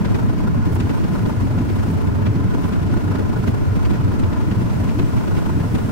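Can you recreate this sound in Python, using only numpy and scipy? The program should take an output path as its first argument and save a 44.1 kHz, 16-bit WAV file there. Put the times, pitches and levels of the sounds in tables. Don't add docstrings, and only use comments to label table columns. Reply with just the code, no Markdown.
import sys
import numpy as np
from scipy import signal
from scipy.fft import rfft, irfft
from scipy.io import wavfile
from scipy.ndimage import uniform_filter1d

SR = 44100
rng = np.random.default_rng(int(sys.argv[2]) if len(sys.argv) > 2 else 0)


def ratio_of_db(decibels):
    return 10 ** (np.asarray(decibels, float) / 20)


def unload_wav(signal):
    wavfile.write(
        sys.argv[1],
        SR,
        np.round(np.clip(np.atleast_2d(signal).T, -1, 1) * 32767).astype(np.int16),
    )


N = 260631
FFT_SIZE = 2 ** 18
TIME = np.arange(N) / SR
BINS = np.fft.rfftfreq(FFT_SIZE, 1 / SR) + 1

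# (time [s], boom level [dB])
SHAKE = [(0, -22), (.28, -19.5), (.48, -20.5), (.64, -18), (.9, -22), (1.05, -20.5), (1.28, -24.5),
         (1.45, -20), (1.75, -21.5), (2.45, -19), (2.68, -24), (2.95, -19.5), (3.1, -24.5), (3.75, -18),
         (4.2, -19.5), (4.4, -20.5), (5.58, -21), (5.75, -24.5)]
# (start [s], length [s],
# likeness of the ears [-1..1])
ALIKE_SPELLS = [(0.191, 0.051, -.3), (0.507, .11, -0.16), (0.669, 0.21, 0.72), (1.104, 0.26, 0.24),
                (1.383, 0.4, 0.64), (1.856, 0.12, 0.51), (2.033, 0.43, 0.4), (2.655, 0.076, 0.14),
                (2.807, 0.067, 1), (3.042, .21, 0.58), (3.34, 0.2, 0.74), (3.693, 0.055, 0.91),
                (3.978, 0.064, 0.46), (4.068, 0.048, 0.99), (4.258, .11, .5), (4.496, 0.2, 0.16),
                (4.77, 0.083, 1), (4.959, 0.062, 0.75), (5.117, 0.045, -0.26), (5.34, 0.047, -0.068),
                (5.573, 0.19, 0.25), (5.81, .12, 0.74)]
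# (frequency [Hz], level [dB])
RUMBLE_COLOUR = [(20, -1.5), (45, -3), (80, 5.5), (125, 1), (170, 0), (230, -5), (300, -10.5), (360, -8),
                 (435, -6.5), (520, -18.5), (900, -48.5)]
# (frequency [Hz], width [Hz], level [dB])
DECK_BOARDS = [(41.5, 47, -14), (176.8, 55, -4.5), (222, 59, -7), (275.1, 53.5, -8), (328, 54, -14)]
# (frequency [Hz], level [dB])
ROAR_COLOUR = [(300, -22.5), (500, -3.5), (700, -0.5), (1300, -10.5), (1800, -10), (2800, -15),
               (3600, -21.5), (5500, -22.5), (8500, -33), (11000, -56), (16000, -54)]
# (frequency [Hz], level [dB])
PUFF_COLOUR = [(120, -2), (250, 9), (450, 0.5), (900, 2), (1600, -13), (3000, -16.5), (6000, -25),
               (10000, -29), (16000, -33)]
# (frequency [Hz], width [Hz], level [dB])
METAL_RINGS = [(425, 112, -41), (604, 127, -43), (898, 61, -45.5), (1013, 91, -42), (1345, 440, -43),
               (1450, 49, -48), (1669, 22, -56.5)]
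# (time [s], crack level [dB], thud over crack [dB], tick over crack [dB])
RAIL_FLAWS = [(0.056, -35.5, 20, -21), (0.15, -35.5, 20, -17), (0.806, -33.5, 16, -6),
              (0.898, -36.5, 18, -13), (1.044, -39.5, 24, -19), (1.261, -39.5, 24, -17),
              (1.589, -41, 5, -16), (1.698, -41.5, 3, -17.5), (2.075, -42, 16, -25), (2.267, -34, 14, -25),
              (2.546, -42, 23.5, -22), (2.644, -40, -1, -17), (2.732, -38, 8, -18),
              (2.971, -42.5, 27.5, -20), (3.157, -40.5, 8.5, -14), (3.197, -44, 31, -17),
              (3.479, -34.5, 19.5, -19), (3.761, -42, 14, -18), (3.855, -36, 4, -16), (3.91, -38, 23, -7),
              (3.939, -44, -2, -14), (4.198, -41, 23, 1), (4.238, -38, 23.5, -24), (4.517, -37.5, 3, -21),
              (4.894, -39, -6, -18), (4.996, -34.5, 19.5, -17), (5.28, -42, 15, -22),
              (5.378, -39.5, 16, -17), (5.605, -41.5, 22, -11), (5.754, -35.5, 8, -10)]
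# (frequency [Hz], level [dB])
CRACK_COLOUR = [(500, -2), (1200, 8.5), (2500, 4), (4500, -6), (7500, -15), (11000, -32)]
# (time [s], brush level [dB])
WEEDS = [(0, -59), (.15, -55), (.55, -62.5), (.7, -55), (1.15, -53.5), (1.6, -57), (1.9, -52), (2.15, -62),
         (2.45, -61), (2.62, -54), (2.8, -57), (2.95, -56.5), (3.9, -57.5), (4.2, -57), (4.45, -55.5),
         (4.85, -52.5), (5.55, -52), (5.91, -51)]
# (frequency [Hz], level [dB])
BRUSH_COLOUR = [(3000, -1.5), (6000, -1), (9000, -0.5), (12500, -6), (14500, -3.5), (17000, -2)]
# (time [s], level [dB], length [s], left minus right [dB])
STALK_SWIPES = [
    (.732, -50, .018, -7),
    (.753, -43.5, 0.0064, -10),
    (1.914, -52, .012, -8),
    (3.494, -55, .02, 3),
    (3.937, -53, .007, 0),
    (2.67, -55, 0.068, 0),
    (5.746, -53, 0.016, 0),
]
# (frequency [Hz], level [dB])
STALK_COLOUR = [(4000, -25), (7000, -3), (10000, -1), (16000, -4)]
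# (frequency [Hz], left minus right [dB])
MICROPHONE_TILT = [(100, 0.4), (400, -0.5), (620, -3), (900, 1), (1400, 1), (2300, 0.5), (3700, 3),
                   (4800, 0), (8000, 4), (15000, 4.5)]
# (frequency [Hz], level [dB])
TREBLE_CUT = [(15770, 0), (15810, -80)]

FIRING_HZ, FIRING_START, FIRING_SAG_HZ = 28.03, -.43, .45
JOLT_HZ, JOLT_START, JOLT_SAG_HZ = 21.31, -.26, .16
SLOWS_S = 3.97
OPPOSED_LIKENESS, GLIDE_S = -0.8, 0.049
RUMBLE_FOLLOWS = 0.44
FOLLOWING_HZ = 140.3
RUMBLE_DB, RUMBLE_PER_BOOM = -22, -0.13
AFTERSHAKE_DB, AFTERSHAKE_S = 8, 0.02
CLATTER_DB, CLATTER_PER_BRUSH = -42.5, 0.18
KNOCK_S = .0075
RATTLE_DB, RATTLE_S = -10.5, .014


def boom(jolts, boom_db, likeness):
    slip = .56 * np.round(jolts) + 0.35 * walk(7)
    swings = beats(jolts, .4, 3.0) * np.exp(2j * np.pi * (5.0 * jolts + slip))
    hum = ring(ring(rng.standard_normal(N), 100.8, 33.0), 101.0, 63.0)
    frame = level(ring(swings, 96.0, 64.0), -5.0) + level(hum, -4.5)
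    frame = even(frame, 0.21)
    middles = np.array([s + length / 2 for s, length, _ in ALIKE_SPELLS])
    side = np.sign(walk(9))[(np.append(0, middles) * SR).astype(int)]
    lead = uniform_filter1d(side[np.searchsorted(middles, TIME)], size=500)
    turn = np.arccos(np.clip(1.14 * likeness, -1, 1)) * lead
    turn = turn + (0.4 + .25 * likeness) * walk(14)
    return ears(frame, turn) * ratio_of_db(boom_db + 0.38)


def rolling(jolts, likeness, rumble_db, clatter_db):
    pump = beats(jolts, 0.52, 5.7) * (1 + 0.48 * np.cos(np.pi * (jolts + 0.13)))
    shake = (1 + 0.22 * pump) * ratio_of_db(1.2 * walk(30))

    left, right = noise()
    alike = np.clip(RUMBLE_FOLLOWS * likeness, -1, 1)
    right = alike * left + np.sqrt(1 - alike ** 2) * right
    low = level(colour(np.array([left, right]) * shake, response(RUMBLE_COLOUR)), -4.0)

    for hz, width, db in DECK_BOARDS:
        board = ring(ring(rng.standard_normal(N) * shake, hz, width), hz, 1.44 * width)
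        follows = 0.68 * np.exp(-(np.log(hz / FOLLOWING_HZ) / 0.43) ** 2)
        with_boom = np.arccos(np.clip(1.25 * likeness, -1, 1))
        turn = follows * with_boom + (1 - follows) * (2.63 * walk(9) + 2.34)
        low = low + ears(even(board, 0.21), turn) * ratio_of_db(db)

    grinding = noise() * (1 + 0.17 * pump) * ratio_of_db(0.15 * walk(12))
    roar = level(colour(grinding, response(ROAR_COLOUR)), 4.01)
    return low * ratio_of_db(rumble_db) + roar * ratio_of_db(clatter_db)


def engine(firings, clatter_db):
    gate = .15 + beats(firings, 0.12, 3.6)
    gas = level(colour(noise() * gate, response(PUFF_COLOUR)), 4.25) * ratio_of_db(clatter_db)
    drive = level(noise() * (1.6 + gate) * ratio_of_db(1.0 * walk(11) + 0.89 * walk(45)), 0)
    ring_power = sum((ratio_of_db(db) * peak(hz, width)) ** 2 for hz, width, db in METAL_RINGS)
    return gas + colour(drive, np.sqrt(ring_power))


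def knocks():
    s, crack_db, thud_db, tick_db = np.transpose(RAIL_FLAWS)
    strike = bumps(s, crack_db + 0.66, KNOCK_S)
    rattle = bumps(s + RATTLE_S, crack_db + RATTLE_DB, RATTLE_S)
    crack = level(colour(noise(), response(CRACK_COLOUR)), 1.0) * (strike + rattle)
    thud = colour(noise(), peak(158.0, 405.0)) * bumps(s + 0.0054, crack_db + thud_db - 4.0, 0.0094)
    tick = colour(noise(), peak(7400.0, 5000.)) * bumps(s, crack_db + tick_db - 8.5, KNOCK_S)
    return crack + thud + tick


def brush(firings, brush_db):
    hiss = level(colour(noise(), response(BRUSH_COLOUR)), 0)
    s, db, length, pan_db = np.transpose(STALK_SWIPES)
    whips = np.array([bumps(s, db + pan_db / 2, length), bumps(s, db - pan_db / 2, length)])
    shake = (1 + 0.051 * np.cos(2 * np.pi * firings)) * ratio_of_db(0.5 * walk(25))
    stalks = level(colour(noise(), response(STALK_COLOUR)), 0) * whips
    return hiss * ratio_of_db(brush_db + 2.5) * shake + stalks


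def level(x, db):
    return x * ratio_of_db(db) / np.sqrt(np.mean(np.abs(x) ** 2))


def response(table):
    hz, db = np.transpose(table)
    return ratio_of_db(np.interp(np.log(BINS), np.log(hz), db))


def colour(x, gain):
    return irfft(rfft(x, FFT_SIZE) * gain)[..., :N]


def noise():
    return rng.standard_normal((2, N))


def walk(rate):
    hold = int(SR / rate)
    steps = np.repeat(rng.standard_normal(N // hold + 1), hold)
    return 1.165 * uniform_filter1d(uniform_filter1d(steps, hold), hold)[:N]


def ring(x, hz, width_hz):
    pole = np.exp((2j * np.pi * hz - np.pi * width_hz) / SR)
    return signal.lfilter([1 - abs(pole)], [1, -pole], x)


def peak(hz, width_hz):
    return 1 / (1 + (2 * (BINS - hz) / width_hz) ** 2) * np.sqrt(SR / width_hz * 2 / np.pi)


def beats(turns, sharp, scatter_db):
    whole = np.round(turns).astype(int)
    strengths = ratio_of_db(scatter_db * np.clip(rng.standard_normal(400), -2, 1.3))
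    size = strengths[whole - whole[0]]
    swell = np.cos(np.pi * turns) ** 2 * np.exp(sharp * (np.cos(2 * np.pi * turns) - 1))
    return level(size * swell, 0)


def bumps(times, db, length_s):
    out = np.zeros(N)
    for s, d, w in np.broadcast(times, db, length_s):
        near = slice(max(int((s - 3 * w) * SR), 0), int((s + 3 * w) * SR))
        out[near] += ratio_of_db(d) * np.exp(-((TIME[near] - s) / w) ** 2)
    return out


def even(x, hold_s):
    power = uniform_filter1d(np.abs(x) ** 2, int(hold_s * SR))
    return level(x / (power + 0.085 * power.mean()) ** 0.59, 0)


def ears(swing, turn):
    return np.array([swing, swing * np.exp(1j * turn)]).real * np.sqrt(2)


def curve(table):
    return np.interp(TIME, *np.transpose(table))


def ride():
    late = np.maximum(TIME - SLOWS_S, 0)
    firings = FIRING_START + FIRING_HZ * TIME - FIRING_SAG_HZ * late
    jolts = JOLT_START + JOLT_HZ * TIME - JOLT_SAG_HZ * late
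    likeness = np.full(N, OPPOSED_LIKENESS)
    for s, length, like in ALIKE_SPELLS:
        likeness += (like - OPPOSED_LIKENESS) * ((TIME >= s) & (TIME < s + length))
    return firings, jolts, uniform_filter1d(likeness, int(GLIDE_S * SR))


def scene():
    firings, jolts, likeness = ride()
    boom_db, brush_db = curve(SHAKE), curve(WEEDS)
    s, crack_db, thud_db, _ = np.transpose(RAIL_FLAWS)
    stirred = bumps(s, crack_db + thud_db + AFTERSHAKE_DB, AFTERSHAKE_S)
    rumble_db = RUMBLE_DB + RUMBLE_PER_BOOM * (boom_db - boom_db.mean()) + 20 * np.log10(1 + stirred)
    clatter_db = CLATTER_DB + CLATTER_PER_BRUSH * (brush_db - brush_db.mean())
    cart = boom(jolts, boom_db, likeness)
    cart = cart + rolling(jolts, likeness, rumble_db, clatter_db)
    cart = cart + engine(firings, clatter_db)
    tilt = np.sqrt(response(MICROPHONE_TILT))
    return colour(cart + knocks() + brush(firings, brush_db), np.array([tilt, 1 / tilt]))


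def band_limit(x):
    return signal.sosfilt(signal.butter(12, 16620, fs=SR, output="sos"), x)


def record(dry):
    rounded = np.tanh(1.4 * dry) / 1.3
    return band_limit(colour(rounded, response(TREBLE_CUT)))


dry = scene()
out = record(dry)
unload_wav(out)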